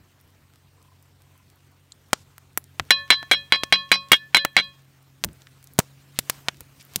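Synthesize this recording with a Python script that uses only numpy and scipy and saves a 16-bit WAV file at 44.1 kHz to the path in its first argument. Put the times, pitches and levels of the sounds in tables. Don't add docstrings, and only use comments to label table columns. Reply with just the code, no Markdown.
import sys
import numpy as np
from scipy import signal
from scipy.io import wavfile
from scipy.ndimage import uniform_filter1d

SR = 44100
rng = np.random.default_rng(int(sys.argv[2]) if len(sys.argv) > 2 else 0)


def wav_out(sig):
    wavfile.write(sys.argv[1], SR, np.round(np.clip(np.atleast_2d(sig).T, -1, 1) * 32767).astype(np.int16))


def boost(x):
    u = np.asarray(x, float) / 20
    return 10 ** u


N = 308681


def evened(x):
    return x / np.sqrt(np.mean(x ** 2) + 1e-20)


def add(mix, start_s, sound):
    part = mix[round(start_s * SR):][:len(sound)]
    part += sound[:len(part)]


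def band(x, lo_hz, hi_hz):
    sos = signal.butter(2, [lo_hz, min(hi_hz, SR / 2.1)], "bandpass", fs=SR, output="sos")
    out = signal.sosfilt(sos, x)
    return out / abs(out).max()


def dying(t, t60):
    return boost(-60 * t / t60)


# first touch [t/s], spoon leaves the rim [t/s], twin modes cancel after [t/s],
# rebound that meets the ring [t/ms]
BLOWS = [
    (2.9062, 2.914, .04, 1.668),
    (3.1036, 3.141, .022, 9.015),
    (3.3133, 3.346, -.015, 4.059),
    (3.5226, 3.558, .035, 8.384),
    (3.7246, 3.756, .015, 9.904),
    (3.9165, 3.957, .04, 11.152),
    (4.1176, 4.150, .034, 2.655),
    (4.3462, 4.377, -.005, 7.79),
    (4.5665, 4.607, .005, 11.757),
]
# knock [level/dB], tick [level/dB], ring [level/dB], place on the rim [degrees],
# rebound share [ratio]
LANDINGS = [(2.5, -0.5, 2.5, 50.5, 1.5), (3, -9, 0.26, 1.5, 0.77), (-0.5, -11, -4.5, -16.5, 0.97),
            (1, -16, -3.5, -25, .98), (1.5, -9.5, 4, 19, 0.39), (3, -5, 0, 18.5, .85),
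            (4.5, -2, 1, 39.8, 0.723), (2, -8.5, 5.5, 45, 0.56), (3.5, -17.5, -3, 33, 0.55)]
# touch [t/s], knock [level/dB], tick [level/dB]
BOUNCES = [(2.9088, -4.5, -17), (2.9151, -10.5, -19.5), (3.1062, -7.5, -12.5), (3.1114, -2.5, -25.5),
           (3.1208, -10, -31), (3.1265, -12, -42), (3.1346, -18, -35.5), (3.3159, 1, -13),
           (3.321, -7, -18.5), (3.3293, -12.5, -18), (3.3362, -8, -31.5), (3.5364, -9, -41),
           (3.5466, -11.5, -54), (3.7381, -7.5, -24), (3.927, -6.5, -21.5), (3.9394, -12, -25.5),
           (3.9463, -19.5, -30), (4.1305, 1.5, -8.5), (4.1342, -4, -18), (4.139, -12.5, -18),
           (4.1422, -7, -31.5), (4.3478, -14, -22), (4.3551, -17.5, -18.5), (4.3591, -6, -19.5),
           (4.3687, -3, -11), (4.3773, -10, -24), (4.5771, -7, -37), (4.586, -7, -37.5), (4.5899, -10, -47),
           (4.599, -9.5, -40)]
# [f/Hz], [level/dB], t60 [t/s]
SPOON_MODES = [(345, -28.5, 0.033), (710, -28.5, 0.057), (1135, -27.5, 0.06), (1590, -5.5, 0.062),
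               (1820, -1, 0.017), (2223, 6, 0.034), (2890, -2, 0.069), (3317, 5, 0.025), (3620, -8, 0.1),
               (4430, -19, .015), (6000, -27, 0.0257)]


def spoon():
    t, out = np.arange(2600) / SR, np.zeros(N)
    hz, db, t60 = np.transpose(SPOON_MODES)[:, :, None]
    slap = boost(-3.5) * np.sin(2 * np.pi * 2173 * t) * dying(t, 0.005) * np.minimum(t / 0.00036, 1)
    firsts = [(blow[0], *landing[:2]) for blow, landing in zip(BLOWS, LANDINGS)]
    partings = [(blow[1], -18.5, -44.5) for blow in BLOWS]
    for s, knock_db, tick_db in firsts + partings + BOUNCES:
        uneven, detune = rng.standard_normal((2, len(SPOON_MODES), 1))
        phase = 2 * np.pi * hz * (1 + 0.02 * detune) * t
        knock = (boost(db + 3 * uneven) * dying(t, t60) * np.sin(phase)).sum(0)
        rattle, tick = rng.standard_normal((2, len(t)))
        rattle = 0.45 * band(rattle * dying(t, 0.017), 650, 3300)
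        scrape = dying(t, 0.025) + 0.032 * dying(t, 0.068)
        tick = band(tick * scrape, 4000, 10500)
        body = 0.76 * band(knock, 120, 7300) + rattle + slap
        add(out, s, boost(knock_db + 2.0) * body + boost(tick_db - 3.0) * tick)
    return out


# [f/Hz], [level/dB], t60 [t/s], sign [+1 or -1]
RIM_MODES = [
    [(190.5, 1, .28, 1), (559.7, 0, .38, 1), (566, -9, .5, -1)],
    [(1091.8, 0, .45, 1), (1098, -5, .09, -1)],
    [(1743.8, 0, .33, 1)],
    [(1751.5, 0, .39, -1)],
    [(2486.7, 0, .23, 1)],
    [(2491.2, 0, .25, -1)],
    [(3266.8, 0, .27, 1)],
    [(3275.7, 0, .09, -1)],
    [(4029.5, 0, .2, 1)],
    [(4738, 0, .14, 1)],
    [(4746.8, 0, .16, -1)],
    [(5393, -2, .15, 1), (5406.7, 0, .1, -1), (6020, -8, .09, 1)],
]
# at a crest [level/dB], turn of the pattern [degrees]
CRESTS = [(-46.5, 80), (-37, 112.9), (-29.5, 160), (-32.5, 134.8), (-30, 43), (-33.5, 154.6), (-20, 168.6),
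          (-16, 118), (-17.5, 137.3), (-40.5, 68.8), (-39.5, 34), (-39.5, 18.3)]
RIM_WAVES = [3, 4, 5, 5, 6, 6, 7, 7, 8, 9, 9, 10]


def pot():
    out = np.zeros(N)
    ends = [row[0] for row in BLOWS[1:]] + [BLOWS[-1][0] + 0.54]
    for (s, release, lag, rebound_ms), (_, _, ring_db, place, share), end in zip(BLOWS, LANDINGS, ends):
        t = np.arange(s, end + 0.004, 1 / SR)
        free, ring = t - release, 0
        for modes, waves, (crest_db, turn) in zip(RIM_MODES, RIM_WAVES, CRESTS):
            drive = boost(ring_db + crest_db) * np.hypot(np.cos(np.radians(waves * place + turn)), 0.07)
            for hz, db, t60, sign in modes:
                rebound = abs(1 + share * np.exp(2j * np.pi * hz * rebound_ms / 1000))
                level = sign * drive * rebound * boost(db)
                decay = np.minimum(dying(free, t60), 1 + 10 * t60)
                ring = ring + level * decay * np.sin(2 * np.pi * hz * (free - lag))
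        fade = np.minimum((t - s) / 0.00067, (t[-1] - t) / 0.004)
        add(out, s, ring * np.minimum(fade, 1))
    return out


# delay [t/s], [level/dB]
ECHOES = [(.0016, -11), (.0032, -12), (.0046, -19), (.0066, -25)]


def burst(t):
    snap, tail = rng.standard_normal((2, len(t)))
    smear = rng.standard_normal((len(ECHOES), len(t)))
    late = rng.uniform(0.85, 1.15, len(ECHOES))
    tear = np.minimum(t / 0.0001, 1) * np.exp(-(t / 0.0003) ** 2)
    click = np.arange(len(t)) == 6
    snap = 0.6 * snap * tear / np.linalg.norm(snap * tear) + 0.8 * click
    out = snap + tail * (0.018 * dying(t, 0.02) + 0.0005 * dying(t, 0.3))
    for (delay, db), other, factor in zip(ECHOES, smear, late):
        add(out, delay * factor, boost(db) * (0.2 * snap + 0.12 * other * dying(t, 0.006)))
    return out


def coloured(x, points_hz, points_db):
    hz = abs(np.fft.fftfreq(4096, 1 / SR))
    spectrum = np.fft.fft(x, 4096)
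    own_db = 10 * np.log10(uniform_filter1d(abs(spectrum) ** 2, size=60, mode="wrap"))
    bass_cut_db = -20 * np.log10(1 + (85 / (hz + 12)) ** 3)
    wanted_db = np.interp(np.log(hz + 1), np.log(points_hz), points_db)
    log_gain = np.log(boost(wanted_db - own_db + bass_cut_db))
    minimum_phase = np.exp(np.conj(signal.hilbert(log_gain)))
    return np.fft.ifft(spectrum * minimum_phase).real * np.hanning(8192)[4096:]


# [t/s], energy [level/dB], boom [level/dB], bite [level/dB],
# treble slope [dB per octave]
CRACKS = [(2.1314, 25.5, -4.5, -11, -6), (2.381, -8, -25, -14.5, 2.5), (2.575, 13, -8, -9, 4.1),
          (2.7972, 15.5, -9, -6, -12.5), (3.2289, 0.5, -4, -13, -8.5), (3.6352, 10, 3, 2.2, -11),
          (4.1199, 16.5, 0.5, -10, 4.5), (4.4498, 19.5, -3.5, -8, -2.5), (5.239, 10, -4, 3.5, -5.5),
          (5.246, 7.5, 1.5, -4.5, 2.5), (5.7893, 23.5, 7.5, -7, 3.5), (5.8008, 10.5, -12, -12.5, -3),
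          (6.1892, 16, -3.5, 4.5, -2), (6.298, 15.5, -19.5, -4, 0), (6.4849, 13.5, -2, 2.5, -14.5),
          (6.6071, -12.5, 1.5, -6, 4.5), (6.9596, -.5, 15.5, 12, -0.5)]
# boom, body, bite, two octaves above the bite [f/Hz]
CRACK_HZ = [200, 1400, 3600, 14400]
# [t/s], [level/dB], t60 [t/s]
THUDS = [
    (2.797, -28.5, 0.072),
    (5.25, -27.5, 0.21),
    (6.611, -38.5, 0.044),
    (6.961, -35, 0.094),
]


def cracks():
    t, out = np.arange(3600) / SR, np.zeros(N)
    for s, db, boom_db, bite_db, slope_db in CRACKS:
        colour_db = db + np.array([boom_db, 0, bite_db, bite_db + 2 * slope_db])
        add(out, s, coloured(burst(t), CRACK_HZ, colour_db))
    for s, db, t60 in THUDS:
        add(out, s, boost(db) * band(rng.standard_normal(len(t)) * dying(t, t60), 43, 196))
    return out


# [t/s], energy [level/dB], pitch [f/Hz], fall away from it [dB per octave]
TICKS = [(.212, -28, 13000, 13), (.537, -27.5, 1500, 4), (.5585, -27, 1500, 2.5), (.827, -30, 8000, 8),
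         (1.0264, -29, 13000, 8), (1.22, -33.5, 4000, -1), (1.3778, -31, 13000, 7), (1.501, -30, 5000, 2),
         (1.9207, -4, 4040, 39), (2.1093, -26.5, 1490, 10), (2.6412, -20.5, 8090, 7),
         (2.8519, -29, 4000, 6), (3.0792, -18, 1500, 6), (3.892, -15, 2792, 21), (4.0862, -19, 3976, 12),
         (5.288, -14.5, 1510, 12), (5.331, -22, 9100, 22), (5.4196, -16, 3530, 23),
         (5.4703, -11, 1700, 11.5), (5.628, -28.5, 12800, 0), (5.642, -19, 11500, 7),
         (5.6727, -17.5, 6040, 14.5), (5.736, -17.5, 11550, 21), (5.782, -17, 1600, 3.5),
         (6.545, -21, 2200, 8), (6.57, -26, 6000, 9), (6.81, -20, 4984, 10), (6.827, -25, 11960, 5),
         (6.8514, -18.5, 14000, 22), (6.9367, -23, 4030, 0)]


def embers():
    t, out, hz = np.arange(900) / SR, np.zeros(N), np.geomspace(1200, 14000, num=36)
    sparks_per_s, spark_db, spark_fall_db = 5, -37, 13
    when, pitch, size = rng.random((40, 3))[:round(sparks_per_s * N / SR)].T
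    spark_hz = 13500 / 9 ** pitch ** 2
    sparks = zip(when * (N / SR - 0.1), spark_db + 6 * size, spark_hz, spark_fall_db + 0 * size)
    overtone, overtone_db = 1.79, -4
    for s, db, pitch_hz, fall_db in TICKS + list(sparks):
        first, second = -fall_db * abs(np.log2(hz / pitch_hz / [[1], [overtone]]))
        peaks_db = db + np.maximum(first, second + overtone_db)
        add(out, s, coloured(burst(t), [500, *hz], [-50, *peaks_db]))
    return out


# [t/s], length [t/s], peak
# [level/dB], centre [f/Hz]
RUSTLES = [(2.138, 0.11, -46.5, 5160), (4.118, 0.06, -34, 9000), (2.1311, 0.0033, -4, 5180),
           (2.5746, 0.0017, -9.5, 6600), (5.789, 0.0024, -6.5, 6200), (5.4, 0.034, -65, 4000),
           (5.792, 0.11, -46, 5100), (6.153, 0.036, -42.5, 3000), (6.312, 0.11, -50, 935),
           (6.45, 0.039, -42, 1005), (6.793, 0.033, -40, 4060), (6.937, .03, -42, 2950)]


def rustles():
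    out = np.zeros(N)
    swishes = [(s - 0.024, 0.024, -47, 2400) for s, *_ in BLOWS]
    for s, length, db, hz in RUSTLES + swishes:
        grains = rng.standard_normal((2, 6000)).prod(0)[:round(length * SR)]
        swell = signal.windows.tukey(len(grains), 0.5)
        add(out, s, boost(db) * band(grains * swell, hz / 2.0, hz * 1.6))
    return out


# [f/Hz], [level/dB per Hz]
FLAMES = [(20, -38.5), (45, -13), (70, -2), (95, -7.5), (140, -11), (200, -15), (300, -14.5), (500, -20),
          (1000, -20.5), (2500, -23), (5000, -27.5), (9200, -29.5), (10500, -35), (12000, -30.5)]
# [t/s], [level/dB]
FLARE = [(0, -2.5), (.49, -3), (1.19, -3.4), (1.4, -2.1), (1.86, -3.5), (2.2, -1.1), (2.59, -3.2),
         (2.849, 1.5), (4.8, -1.6), (5.17, -2.2), (5.41, 1.5), (5.55, -0.5), (6.13, 1), (6.34, 9),
         (6.45, 3.5), (6.6, 1.5), (6.85, 2.5), (7, 9)]
FLARE_SHARES = [.6, 0.97, 1.3]
SWELL_HZ = [256.9, 1805, 9100]


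def flames():
    frames, hz = N // 128 + 5, np.fft.rfftfreq(512, 1 / SR)
    log_hz = np.log(hz + 1)
    a, b, patches = rng.standard_normal((frames, 257, 3)).T
    noise = a + 1j * b
    patches = uniform_filter1d(patches, size=8, axis=0)
    patches = evened(uniform_filter1d(patches, size=16, axis=1))
    flicker = evened(uniform_filter1d(rng.standard_normal(frames), size=4))
    flare_db = np.interp(np.arange(frames) * 128 / SR, *np.transpose(FLARE))
    swells_db = np.outer(FLARE_SHARES, flare_db)
    shares = np.array([np.interp(log_hz, np.log(SWELL_HZ), row) for row in np.eye(3)])
    f, db = np.transpose(FLAMES)
    field_db = np.interp(log_hz, np.log(f), db)[:, None] + 1.9 * patches + 0.84 * flicker
    still = signal.istft(noise * boost(field_db), nperseg=512, noverlap=384)[1]
    moving = signal.istft(noise * boost(field_db + shares.T @ swells_db), nperseg=512, noverlap=384)[1]
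    moving = signal.sosfilt(signal.butter(4, 55, "highpass", fs=SR, output="sos"), moving)
    return boost(-58) * moving[:N] / still.std()


# [t/s], firing rate [f/Hz], second order [level/dB], third order [level/dB]
ENGINE = [(0, 46.32, -65.5, -68.5), (1, 46.03, -61, -63), (2, 46.2, -63.5, -66),
          (2.699, 45.3, -57.5, -57.5), (3.7, 46.15, -61, -59), (4.799, 45.2, -72, -58),
          (5.5, 44.47, -65, -58.5), (6.2, 46.15, -70, -54), (7, 45.44, -79, -58.5)]


def engine():
    s, *columns = np.transpose(ENGINE)
    hz, second_db, third_db = (np.interp(np.arange(N) / SR, s, c) for c in columns)
    turn = 2 * np.pi * np.cumsum(hz) / SR
    waver = rng.standard_normal((N // 2000 + 2, 4))
    waver = [np.interp(np.arange(N) / 2000, np.arange(len(waver)), w) for w in waver.T]
    levels_db = {2: second_db, 3: third_db, 4: third_db - 19.0, 6: third_db - 14.5}
    out = np.zeros(N)
    for (order, db), w in zip(levels_db.items(), waver):
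        out += np.sqrt(2) * boost(db + 1.1 * w) * np.sin(order * turn + 0.19 * w[::-1])
    return out


# start [t/s], pulse rate [f/Hz], peak [level/dB]
CROAKS = [
    (.778, 28.7, -54),
    (1.22, 22.3, -57.5),
]


def bird():
    t, out = np.arange(900) / SR, np.zeros(N)
    croak_hz, swell_db = 1030, 6
    pulse = np.sin(2 * np.pi * croak_hz * t) * np.minimum(t / 0.0024, 1) * dying(t, 0.056)
    for start, rate, db in CROAKS:
        for k in range(5):
            level = boost(db + 2.5 - swell_db * (1 - k / 4) ** 2)
            add(out, start + k / rate, level * pulse)
            add(out, start + k / rate + 0.012, boost(-10.0) * level * pulse)
    return out


def scene():
    front = spoon() + pot()
    fire = cracks() + embers() + rustles() + flames()
    return (front + fire + engine() + bird())[None]


def band_limit(x):
    return signal.sosfilt(signal.butter(12, 16870, fs=SR, output="sos"), x)


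def record(dry):
    overloaded = np.clip(dry, -1, 1)
    top_cut = signal.firwin(101, 15850, fs=SR)[None]
    mix = signal.oaconvolve(overloaded, top_cut, "same")
    return band_limit(mix)


dry = scene()
out = record(dry)
wav_out(out)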